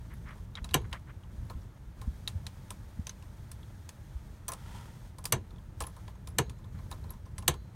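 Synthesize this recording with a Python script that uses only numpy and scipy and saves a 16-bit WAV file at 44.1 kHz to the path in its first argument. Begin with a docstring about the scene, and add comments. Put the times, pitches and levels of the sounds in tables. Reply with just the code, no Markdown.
"""A seat belt's steel latch, worked by hand close to the microphone in a parked car, snaps four times.
Each snap: the sprung catch cracks home, housing and plate ring, the seat thumps. Between snaps the
plate ticks and scuffs on the buckle, the loose catch tinkles and the hand bumps softly. Webbing hisses
as it moves and once rasps back through its guide. Handling rumble, cabin air and hiss lie underneath."""
import sys
import numpy as np
from scipy import signal
from scipy.fft import rfft, irfft
from scipy.io import wavfile

SR = 44100
rng = np.random.default_rng(int(sys.argv[2]) if len(sys.argv) > 2 else 0)


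def waveform_to_disk(signal):
    """Save audio, clipped to [-1, 1], as 16-bit WAV at the path in sys.argv[1]."""
    frames = np.transpose(np.atleast_2d(signal))
    scaled = np.clip(frames, -1, 1) * 32767
    samples = np.round(scaled).astype(np.int16)
    wavfile.write(sys.argv[1], SR, samples)


N = 341774

# Table levels are relative; each source adds its own offset.
# hand draws the belt or lets it back: start_s, end_s, hiss_db, rumble_db
BELT_MOVES = [(-0.1, 0.464, -71.5, -50), (0.592, 1.0, -76, -57.5), (1.308, 1.664, -72, -49.5),
              (1.967, 2.857, -68.5, -53), (2.859, 4.392, -70, -65.5), (4.556, 5.104, -68, -53.5),
              (5.774, 6.13, -69.5, -57), (6.721, 7.166, -70, -47.5)]
# noise spectra: freq_hz, density_db
RUMBLE_SPECTRUM = [(12, -44.5), (20, -7), (35, -2.5), (52, -0.5), (90, -1.5), (115, -3), (150, -10.5),
                   (200, -12.5), (255, -22.5), (360, -27.5), (500, -31), (1000, -71)]
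CABIN_SPECTRUM = [(180, -33.5), (300, 0.5), (439, -9.5), (622, -3.5), (741, -9), (883, -3.5), (1070, -10),
                  (1280, -8.5), (2180, -16.5), (3500, -24), (4550, -40.5), (7700, -120)]
HISS_SPECTRUM = [(1000, -26), (1650, 0.5), (2800, -11), (3250, -4), (3700, -4.5), (5000, -7), (6500, -5.5),
                 (7600, -9.5), (9000, -6.5), (10500, -13), (12000, -9), (14600, -14), (16000, -14)]
SCUFF_SPECTRUM = [(350, -26), (600, -4.5), (735, -11.5), (1120, 0), (2160, -1.5), (2570, -12.5),
                  (3240, -13.5), (6000, -43), (7800, -61), (13200, -120)]
TICK_SPECTRUM = [(1500, -2), (3400, 0.5), (5200, -1), (6500, -1.5), (10000, 0.5), (12800, -11.5),
                 (14700, -6), (16000, -16.5)]
SNAP_SPECTRUM = [(120, -24.5), (200, 2.5), (270, -8), (400, -5.5), (560, -11), (1000, -5.5), (1500, -15.5),
                 (1750, -12.5), (2400, -16), (3000, -8), (4400, -15.5), (7000, -16), (12000, -19.5),
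                 (16000, -23.5)]
RASP_SPECTRUM = [(300, -4.5), (700, -9.5), (920, 5.5), (1120, -9.5), (1380, 0), (1600, -15), (1800, -6.5),
                 (2500, -13), (3200, -8), (3700, -14), (5200, -16), (9000, -18), (16000, -30)]
# fingers shift on the plate: start_s, end_s
FIDGETS = [(0.0, 1.7), (5.45, 7.3)]
# plate rubs on plastic: start_s, length_s, level_db
SCUFFS = [(0.09, 0.0688, -61.5), (0.24, 0.1232, -56), (0.56, 0.044, -52), (0.835, 0.0343, -60.5),
          (0.905, .085, -53.5), (1.065, 0.0637, -59.5), (4.47, 0.068, -60), (6.72, 0.11, -68.5)]
# loose catch bounces: start_s, level_db, pitch_hz
TINKLES = [(0.1378, -50, 11220), (4.4862, -30, 15000), (4.5181, -40.5, 10710), (5.1884, -50, 10300),
           (5.8202, -36.5, 10770), (5.8664, -41, 10120), (6.2854, -44, 10570), (6.9052, -52, 10780),
           (7.1048, -42.5, 10980), (7.3871, -46.5, 10450)]
# plate touches buckle: start_s, crack_db, tilt_db_per_oct, knock_db, ring_hz, ring_gain_db
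TICKS = [(0.5533, -37, -10.5, -63.5, 3770, 7), (0.5715, -39, -23, -57, 3150, -5),
         (0.6432, -39.5, -2, -42, 3855, 7), (0.69, -43.5, -10.5, -69, 3280, -1),
         (0.7102, -45, -5.5, -51, 3860, 6), (0.7361, -43, -0.5, -40.5, 2850, 9),
         (0.9282, -31, -9, -37.5, 2995, 5), (1.235, -55.5, -20.5, -57.5, 2900, 5),
         (1.4985, -47, -5, -37, 4103, 6), (2.0146, -49, -0.5, -41.5, 3808, 8),
         (2.276, -30.5, -2.5, -48.5, 3774, 15), (2.4663, -37.5, -3.5, -50.5, 3953, 6.5),
         (2.7044, -39.5, 1.5, -40.5, 8320, 4), (3.0683, -36.5, -2.5, -46, 6025, 9.5),
         (3.0938, -38, -3.5, -58.5, 6107, 16.5), (3.224, -54, -4, -51.5, 2620, 5.5),
         (3.5152, -44.5, 1, -54.5, 8254, 8.5), (3.6305, -53.5, -12, -66, 3360, 8.5),
         (3.8901, -41.5, -1.5, -51, 6400, 6.5), (4.481, -36.5, 3, -37, 8470, 7),
         (4.4885, -44, 2, -34.5, 6040, 16.5), (4.5187, -38.5, 1, -36, 10470, 7),
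         (4.5339, -41.5, 0, -45, 8560, 9.5), (5.1833, -48.5, 0, -47, 8290, 5.5),
         (5.2406, -48, 2, -45.5, 8320, 12), (5.254, -32.5, 3, -40.5, 4787, 7),
         (5.8042, -34.5, -1, -33.5, 8244, 8.5), (5.8106, -42.5, 0, -32, 8520, 10.5),
         (5.8206, -39, -4, -49.5, 10630, 14), (5.8373, -40.5, -10, -40, 10600, 16.5),
         (5.8688, -50.5, 3, -44, 10580, 13.5), (5.9647, -60, 2.5, -46, 3850, 5.5),
         (6.0786, -46, -8.5, -46, 2940, -6.5), (6.2727, -42.5, -1, -48, 8400, 3),
         (6.4958, -45.5, -2, -50, 3410, -8), (6.9129, -43, 1, -37, 3750, 6),
         (6.9252, -52, -0.5, -40.5, 3780, 15.5), (7.1043, -53, 3, -47.5, 11200, 5.5),
         (7.3808, -38.5, -2, -47, 8064, 6.5), (7.424, -50.5, -2.5, -46, 2736, 5),
         (7.539, -46, -3, -45.5, 3220, -1.5)]
# hand bumps: start_s, level_db, pitch_hz, knuckle_db
BUMPS = [(0.612, -33.5, 54, -43.5), (1.374, -37.5, 59, -59.5), (1.548, -34.5, 60, -59.5),
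         (2.070, -28.5, 59.8, -31), (2.351, -30, 80.3, -59.5), (2.986, -35, 80.8, -30.5),
         (4.150, -32, 54.9, -66), (5.808, -33.5, 62, -48.5)]
# latch snaps: start_s, crack_db, housing_db, thump_db, plate_db, lift_db, tilt_db_per_oct, thump_hz
SNAPS = [(0.7416, -14.5, -31, -23, -64.5, 1.5, 2, 143.4),
         (5.3231, -14.5, -29.5, -25.5, -71, -3, 2.5, 127.1), (6.3844, -16, -34, -24.5, -62.5, -1, 2, 137.7),
         (7.479, -13, -31, -25, -59.5, 4.5, 5, 141)]
# snap crack and cabin tail by band: centre_hz, rise_s, crack_t60_s, tail_db, tail_t60_s
SNAP_BANDS = [(298, 0.0098, 0.056, -4.5, 0.21), (776, 0.0058, 0.017, -9, 0.14),
              (1610, 0.0019, 0.076, -3.5, .11), (3190, 0.0022, 0.0067, -15, 0.12),
              (6300, 0.002, 0.026, -13, 0.1), (13000, 0.0019, 0.006, -13, 0.053)]
# modes of buckle housing and steel plate: freq_hz, level_db, t60_s
HOUSING_MODES = [(376, -8.5, 0.071), (481.9, -3, 0.17), (684.8, -7, 0.093), (829, -8, 0.083),
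                 (957.4, -3.5, 0.056), (1044.4, -7, 0.11), (1430, -10, 0.06), (1678, -11.5, 0.089),
                 (1736.7, 0, 0.059), (2215, -12, 0.12), (2378, -18.5, 0.088), (2303, -5.5, 0.065),
                 (2830.5, 3, 0.053), (2856, -3, 0.034), (3264, 1, 0.048), (3830, -7.5, 0.098),
                 (4352, 7.5, 0.024), (6260, -11.5, 0.11), (6159, 3, 0.057), (7370, -5.5, 0.032),
                 (7770, 2.5, 0.026), (8490, -12.5, 0.038), (8247, 6, 0.027), (9489, 3.5, 0.021),
                 (11135, -3.5, 0.041), (12520, -9.5, 0.048), (13000, -17.5, 0.023), (13600, -2.5, 0.027)]
PLATE_MODES = [(3850, -26, 0.48), (4081, -3.5, 0.87), (4520, -2.5, .43), (6560, 8, .27)]


def amp(db):
    return 10 ** (np.asarray(db) / 20)


def unit_rms(x):
    return x / np.sqrt(np.mean(x ** 2) + 1e-20)


def spectrum_db(spectrum, hz):
    """Interpolates on a log-frequency axis."""
    freq_hz, density_db = np.transpose(spectrum)
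    return np.interp(np.log(hz + 1), np.log(freq_hz + 1), density_db)


def add(mix, start_s, sound):
    part = mix[max(round(start_s * SR), 0):][:len(sound)]
    part += sound[:len(part)]


def fade(t, t60_s):
    return np.exp(-np.log(1000) * t / np.maximum(t60_s, 1e-3))


def swell(t, rise_s):
    return 1 - np.exp(-(t / rise_s) ** 2)


def noise(spectrum, size):
    """Shaped noise, rms 1."""
    hz = np.fft.rfftfreq(size, 1 / SR)
    phases = np.exp(2j * np.pi * rng.random(len(hz)))
    return unit_rms(irfft(amp(spectrum_db(spectrum, hz)) * phases, size))


def wander(rate_hz):
    """Low-passed random drift, rms 1."""
    hz = np.fft.rfftfreq(N, 1 / SR)
    return unit_rms(irfft(rfft(rng.standard_normal(N)) / (1 + (hz / rate_hz) ** 4), N))


def ring(modes, t, spread_db):
    """Decaying modes, weighted anew by each blow."""
    return sum(amp(db + spread_db * rng.standard_normal()) * fade(t, t60_s)
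               * np.sin(2 * np.pi * (hz * t + rng.random())) for hz, db, t60_s in modes)


def belt_motion(t, ramp_s=0.049):
    """Rub and shake amplitudes while the hand moves the belt."""
    rub, shake = np.zeros(N), np.zeros(N)
    for start_s, end_s, hiss_db, rumble_db in BELT_MOVES:
        moving = np.clip(np.minimum(t - start_s, end_s - t) / ramp_s + 0.5, 0, 1)
        rub += amp(hiss_db) * moving
        shake += amp(rumble_db) * moving
    return rub, shake


def handling_rumble(t, shake, floor_db=-51, press_s=0.13):
    """Lumpy rumble: follows the belt, builds before each snap and dies after it."""
    for start_s, _, _, thump_db, *_ in SNAPS:
        build = np.exp(np.minimum(t - start_s, 0) / press_s)
        decay = fade(np.maximum(t - start_s, 0), t60_s=1.8)
        shake = np.hypot(shake, amp(thump_db - 19.5) * build * decay)
    return np.hypot(amp(floor_db), shake) * noise(RUMBLE_SPECTRUM, N) * amp(4 + 1.5 * wander(rate_hz=10))


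def cabin_air(rub, floor_db=-64.5, rustle_gain_db=1.5):
    """Cabin air, plus cloth rustle as the belt moves."""
    level = np.hypot(amp(floor_db), amp(rustle_gain_db) * rub)
    return level * amp(1.1 * wander(rate_hz=51)) * noise(CABIN_SPECTRUM, N)


def hiss(rub, floor_db=-72.5):
    """Faint hiss that swells as the webbing rubs."""
    return np.hypot(amp(floor_db), rub) * amp(0.77 + 0.5 * wander(rate_hz=40)) * noise(HISS_SPECTRUM, N)


def fidget(start_s, end_s, ticks_per_s=9):
    """Shifting fingers: faint stray ticks of steel on the buckle."""
    out, span_s = np.zeros(N), end_s - start_s
    for when, force, pitch in rng.random((round(ticks_per_s * span_s), 3)):
        crack_db, ring_hz = -67 + 9 * force ** 2, 3000 * 3.7 ** pitch
        tick = plate_tick(crack_db, tilt_db_per_oct=-4.5, knock_db=crack_db + 7,
                          ring_hz=ring_hz, ring_gain_db=12.5)
        add(out, start_s + when * span_s, tick)
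    return out


def plate_scuff(length_s, level_db):
    """Short soft rub on plastic with uneven grip."""
    size = int(length_s * SR)
    knots = np.linspace(0, size, 24)
    grip_db = 1.5 * np.interp(np.arange(size), knots, rng.standard_normal(len(knots)))
    return amp(level_db + 3.5 + grip_db) * noise(SCUFF_SPECTRUM, size) * signal.windows.tukey(size, 0.8)


def catch_tinkle(level_db, pitch_hz, bounces=3, gap_s=0.016, step_db=-11):
    """Two close, finger-damped steel modes, struck in ever weaker scratchy bounces."""
    t, out = np.arange(2 ** 12) / SR, np.zeros(2 ** 13)
    for k in range(bounces):
        pair = ring([(pitch_hz, 0, 0.028), (1.04 * pitch_hz, -3, 0.02)], t, spread_db=4)
        grit = amp(-11) * noise([(1000, -15), (pitch_hz, 0), (16000, -6)], len(t)) * fade(t, 0.033)
        add(out, k * gap_s, amp(level_db + k * step_db) * (pair + grit) * swell(t, 0.00078))
    return out


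def plate_tick(crack_db, tilt_db_per_oct, knock_db, ring_hz, ring_gain_db, corner_hz=3400):
    """Light contact on the buckle: crack with cabin tail, bright ping, soft housing knock."""
    size = 2 ** 13
    t, hz = np.arange(size) / SR, np.fft.rfftfreq(size, 1 / SR)
    tilt_db = tilt_db_per_oct * np.log2(np.maximum(hz / corner_hz, 1))
    colour_db = crack_db + spectrum_db(TICK_SPECTRUM, hz) + tilt_db
    cabin_tail = amp(-15.5) * fade(t, 0.1096)
    burst = rng.standard_normal(size) * swell(t, 0.000974) * np.hypot(fade(t, 0.02303), cabin_tail)
    crack = irfft(rfft(burst) * amp(colour_db + 8) * hz / np.hypot(hz, 1000))
    pair = ring([(ring_hz, 0, 0.024), (1.045 * ring_hz, -3, 0.018)], t, spread_db=-1.5)
    ping = amp(np.interp(ring_hz, hz, colour_db) + ring_gain_db - 5.5) * pair * swell(t, 0.00032)
    # a soft blow mainly reaches the modes near 1 kHz
    low_modes = [(mode_hz, db - 17 * abs(np.log2(mode_hz / 1040)), 0.902 * t60_s)
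                 for mode_hz, db, t60_s in HOUSING_MODES if mode_hz < 2500]
    rustle = noise([(150, -13), (450, -3.5), (750, -2), (1050, -0.5), (1300, 0), (1550, -21),
                    (2200, -25.5)], size)
    knock = amp(3) * ring(low_modes, t, spread_db=1.5) + amp(-5) * rustle * fade(t, 0.1)
    return crack + ping + amp(knock_db) * knock * swell(t, 0.0037)


def hand_bump(level_db, pitch_hz, knuckle_db, knuckle_hz=190):
    """Padded push: a cycle or two of bass with a dull knuckle knock."""
    t = np.arange(2 ** 13) / SR
    push = -np.sin(2 * np.pi * pitch_hz * (t - 0.004)) * np.exp(-((t - 0.011) / 0.02) ** 2)
    knock = np.sin(2 * np.pi * knuckle_hz * t) * np.exp(-((t - 0.008) / 0.00563) ** 2)
    return (amp(level_db + 3.5) * push + amp(knuckle_db - 0.5) * knock) * swell(t, 0.00498)


def catch_crack(t, hz, gain_db):
    """Noise burst through the housing, hollow between its modes; each band has its own cabin tail."""
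    resonances = [1 / np.hypot(1, (hz - mode_hz) / (35 + 0.042 * mode_hz))
                  for mode_hz, _, _ in HOUSING_MODES]
    spectrum = rfft(noise(SNAP_SPECTRUM, len(t))) * np.max(resonances, axis=0) * amp(gain_db)
    log_centres, crack = np.log([row[0] for row in SNAP_BANDS]), 0
    for share, (_, rise_s, t60_s, tail_db, tail_t60_s) in zip(np.eye(len(SNAP_BANDS)), SNAP_BANDS):
        band = irfft(spectrum * np.interp(np.log(hz + 1), log_centres, share))
        after_s = np.maximum(t - 1.65 * rise_s, 0)
        decay = np.hypot(fade(after_s, t60_s), amp(tail_db) * fade(after_s, tail_t60_s))
        crack += band * swell(t, rise_s) * decay
    return crack


def latch_snap(crack_db, housing_db, thump_db, plate_db, lift_db, tilt_db_per_oct, thump_hz, sway_hz=80):
    """Sprung catch slams home: crack, housing and plate ring, then the seat that carries them."""
    size = 2 ** 15
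    t, hz = np.arange(size) / SR, np.fft.rfftfreq(size, 1 / SR)
    blow_db = tilt_db_per_oct * np.log2((hz + 1200) / 5000)
    blow_db += lift_db * np.exp(-((hz - 3400) / 900) ** 2)
    crack = catch_crack(t, hz, crack_db + blow_db)
    struck_modes = [(mode_hz, db + 0.5 * np.interp(mode_hz, hz, blow_db), t60_s)
                    for mode_hz, db, t60_s in HOUSING_MODES]
    housing = amp(housing_db) * ring(struck_modes, t, spread_db=-0.2) * swell(t, 0.0017)
    plate = amp(plate_db) * ring(PLATE_MODES, t, spread_db=-1) * swell(t, 0.002)
    push = np.sin(2 * np.pi * thump_hz * t) * swell(t, 0.014) * fade(np.maximum(t - 0.02, 0), 0.092)
    sway = amp(-4.5) * np.sin(2 * np.pi * sway_hz * t) * swell(t, 0.025) * fade(t, 0.26)
    return crack + housing + plate + amp(thump_db) * (push + sway)


def webbing_rasp(t, peak_s=4.77, peak_db=-52.5, rise_db_per_s=54.5, fall_db_per_s=72.5):
    """Weave rasps through its guide as the belt runs back, speeding up, then slowing."""
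    level_db = peak_db + np.minimum(rise_db_per_s * (t - peak_s), fall_db_per_s * (peak_s - t))
    return amp(level_db + 1.5 * wander(rate_hz=160)) * noise(RASP_SPECTRUM, N)


def scene():
    """All sources, mono."""
    t = np.arange(N) / SR
    rub, shake = belt_motion(t)
    mix = handling_rumble(t, shake) + cabin_air(rub) + hiss(rub) + webbing_rasp(t)
    for table, source in ((TICKS, plate_tick), (TINKLES, catch_tinkle),
                          (BUMPS, hand_bump), (SCUFFS, plate_scuff)):
        for start_s, *row in table:
            add(mix, start_s, source(*row))
    for start_s, *row in SNAPS:
        add(mix, start_s - 0.001, latch_snap(*row))
    return (mix + sum(fidget(*span) for span in FIDGETS))[None]


def record(dry, low_cut_hz=27, band_limit_hz=15950):
    """Microphone low cut, then band limit."""
    hz = np.fft.rfftfreq(N, 1 / SR)
    cut = irfft(rfft(dry) * hz ** 4 / (hz ** 4 + low_cut_hz ** 4), N)
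    lowpass = signal.firwin(255, band_limit_hz, window=("kaiser", 8), fs=SR)
    return signal.oaconvolve(cut, lowpass[None], "same", axes=1)


dry = scene()
out = record(dry)
waveform_to_disk(out)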